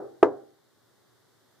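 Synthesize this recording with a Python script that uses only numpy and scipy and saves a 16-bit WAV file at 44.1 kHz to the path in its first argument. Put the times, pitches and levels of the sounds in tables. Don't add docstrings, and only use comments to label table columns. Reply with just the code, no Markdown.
import sys
import numpy as np
from scipy import signal
from scipy.fft import rfft, irfft
from scipy.io import wavfile

SR = 44100
rng = np.random.default_rng(int(sys.argv[2]) if len(sys.argv) > 2 else 0)


def int16_out(signal):
    q = np.round(np.clip(np.atleast_2d(signal).T, -1, 1) * 32767)
    wavfile.write(sys.argv[1], SR, q.astype(np.int16))


N = 70560
BINS_HZ = np.arange(N // 2 + 1) * SR / N


def undb(db):
    return 10 ** (np.asarray(db) / 20)


def envelope(age_s, t60_s, rise_s):
    age_s = np.maximum(age_s, 0)
    return (1 - np.exp(-age_s / rise_s)) * np.exp(-np.log(1000) * age_s / t60_s)


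def at_hz(hz, table, column):
    table = np.array(table)
    return np.interp(np.log(np.maximum(hz, 1)), np.log(table[:, 0]), table[:, column])


def noise(table, correlation):
    gain = undb(at_hz(BINS_HZ, table, column=1))
    mid, side = rfft(rng.standard_normal((2, N))) * gain / np.sqrt(np.mean(gain ** 2))
    mid = mid * np.sqrt((1 + correlation) / 2)
    side = side * np.sqrt((1 - correlation) / 2)
    return irfft(np.array([mid + side, mid - side]), N)


def ring(age_s, modes, rise_s):
    out = 0
    for k, (pitch_hz, level_db, t60_s, pan_db) in enumerate(modes):
        polarity = (-1) ** (k + 1)
        swing = polarity * np.sin(2 * np.pi * pitch_hz * age_s) * envelope(age_s, t60_s, rise_s)
        out = out + swing * undb(level_db + np.array([[pan_db], [-pan_db]]) / 2)
    return out


# freq_hz, relative_density_db, stereo_correlation
HISS_SPECTRUM = [(30, -35, 0.1), (70, -19, 0.1), (116, 5.5, 0.05), (160, -5.5, 0.0), (370, 1, 0.0),
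                 (700, -7, 0.25), (1300, -9, 1), (1960, -11, 0.1), (2562, -23.5, 0.0), (3500, -12.5, 0.3),
                 (7000, -19, 0.1), (15000, -23, 0.15)]
# time_s, level_db
HISS_ENVELOPE = [(0.0, -65), (0.6, -67.5), (0.9, -65.5), (1.6, -65)]


def background_hiss(time_s):
    hiss = noise(HISS_SPECTRUM, at_hz(BINS_HZ, HISS_SPECTRUM, column=2))
    level_db = np.interp(time_s, *np.array(HISS_ENVELOPE).T)
    return hiss * undb(level_db)


# pitch_hz, level_db, t60_s, left_minus_right_db
CAVITY_MODES = [(130.62, -51.5, 0.74, -7.5), (303, -31, 0.23, 4), (402, -20.5, 0.38, -3.5),
                (487.4, -40, 0.4094, 3.5), (682, -39, 0.3435, -2.5), (789, -37.5, 0.6, 1)]


def body_cavity(age_s):
    lag_s = np.array([[0.0004], [0]])
    return ring(age_s - lag_s, CAVITY_MODES, rise_s=0.03494)


# freq_hz, relative_density_db, t60_s, stereo_correlation
SHELL_REVERB = [(49.93, -41.5, 0.92, 0.5), (120, -12, 0.41, 0.5), (194.4, -15, 0.26, 0.2),
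                (306.9, 0, 0.65, 0.3), (430, 3.5, 0.43, 0), (700, -4, 0.4185, 0.9), (1120.9, -11, 0.27, 1),
                (1600, -19.5, 0.51, 0.75), (2300, -35, 0.13, 0.1), (4000, -42.5, 0.24, 0.2),
                (6900, -48, 0.17, 0.3), (14000, -68.5, 0.12, 0.1)]


def shell_echoes(age_s):
    gain_db, early_boost_db, build_s = -25, 14, 0.00683
    wash = noise(SHELL_REVERB, at_hz(BINS_HZ, SHELL_REVERB, column=3))
    echoes = undb(early_boost_db) * wash * envelope(age_s, t60_s=0.09, rise_s=build_s)
    spectrum = rfft(wash)
    for centre_hz in 44 * 2 ** np.arange(0, 9, .5):
        distance_oct = abs(np.log2(np.maximum(BINS_HZ, 1) / centre_hz))
        band = irfft(spectrum * np.maximum(1 - 2 * distance_oct, 0), N)
        t60_s = at_hz(centre_hz, SHELL_REVERB, column=2)
        echoes = echoes + band * envelope(age_s, t60_s, build_s)
    return undb(gain_db) * echoes


# freq_hz, relative_density_db
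FOIL_SPECTRUM = [(300, -12), (1500, -2.5), (2700, -3.5), (4000, -14), (6000, -10.5), (9000, -16),
                 (15000, -28)]


def foil_tick(age_s, contact_s):
    hiss = noise(FOIL_SPECTRUM, correlation=0.307)
    return undb(-35.5) * hiss * envelope(age_s, t60_s=0.016, rise_s=contact_s)


# pitch_hz, level_db, t60_s, left_minus_right_db
PANEL_MODES = [(292, -27.5, 0.235, 1.15), (347.77, -4.5, 0.062, -3.0), (416.17, -5, 0.125, -4),
               (508, -22.5, 0.2227, 0.9), (660.37, -6.5, 0.11, 3), (862.65, -12, 0.037, 2.06),
               (936, -15, 0.1, 5), (998.3, -28.5, 0.17, -0.65), (1178.8, -9.5, 0.068, -0.5),
               (1292.2, -24, 0.08, 2.5), (1390, -28, 0.08, 1), (1589.5, -28, 0.058, 8.7),
               (1700.9, -25.5, 0.085, -7), (2041, -36, 0.076, -2.71)]


def knuckle_on_panel(age_s, contact_s=0.0005):
    return ring(age_s, PANEL_MODES, rise_s=contact_s) + foil_tick(age_s, contact_s)


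# start_s, level_db
KNOCK_EVENTS = [(-0.10, 1), (0.2275, -1.5)]


def scene():
    second_lag_s, second_db = 0.0038, -6.2
    time_s = np.arange(N) / SR
    out = background_hiss(time_s)
    for start_s, level_db in KNOCK_EVENTS:
        age_s = time_s - start_s
        first_knuckle = knuckle_on_panel(age_s)
        second_knuckle = undb(second_db) * knuckle_on_panel(age_s - second_lag_s)
        body = shell_echoes(age_s) + body_cavity(age_s)
        out = out + undb(level_db) * (first_knuckle + second_knuckle + body)
    return out


def record(dry):
    fade_in_s, drive_db, cutoff_hz = 0.002, 0.5, 15300
    fade_in = np.minimum(np.arange(N) / SR / fade_in_s, 1)
    clipped = np.clip(dry * fade_in * undb(drive_db), -1, 1)
    low_pass = signal.ellip(8, .2, 70, cutoff_hz, fs=SR, output="sos")
    return signal.sosfilt(low_pass, clipped)


dry = scene()
out = record(dry)
int16_out(out)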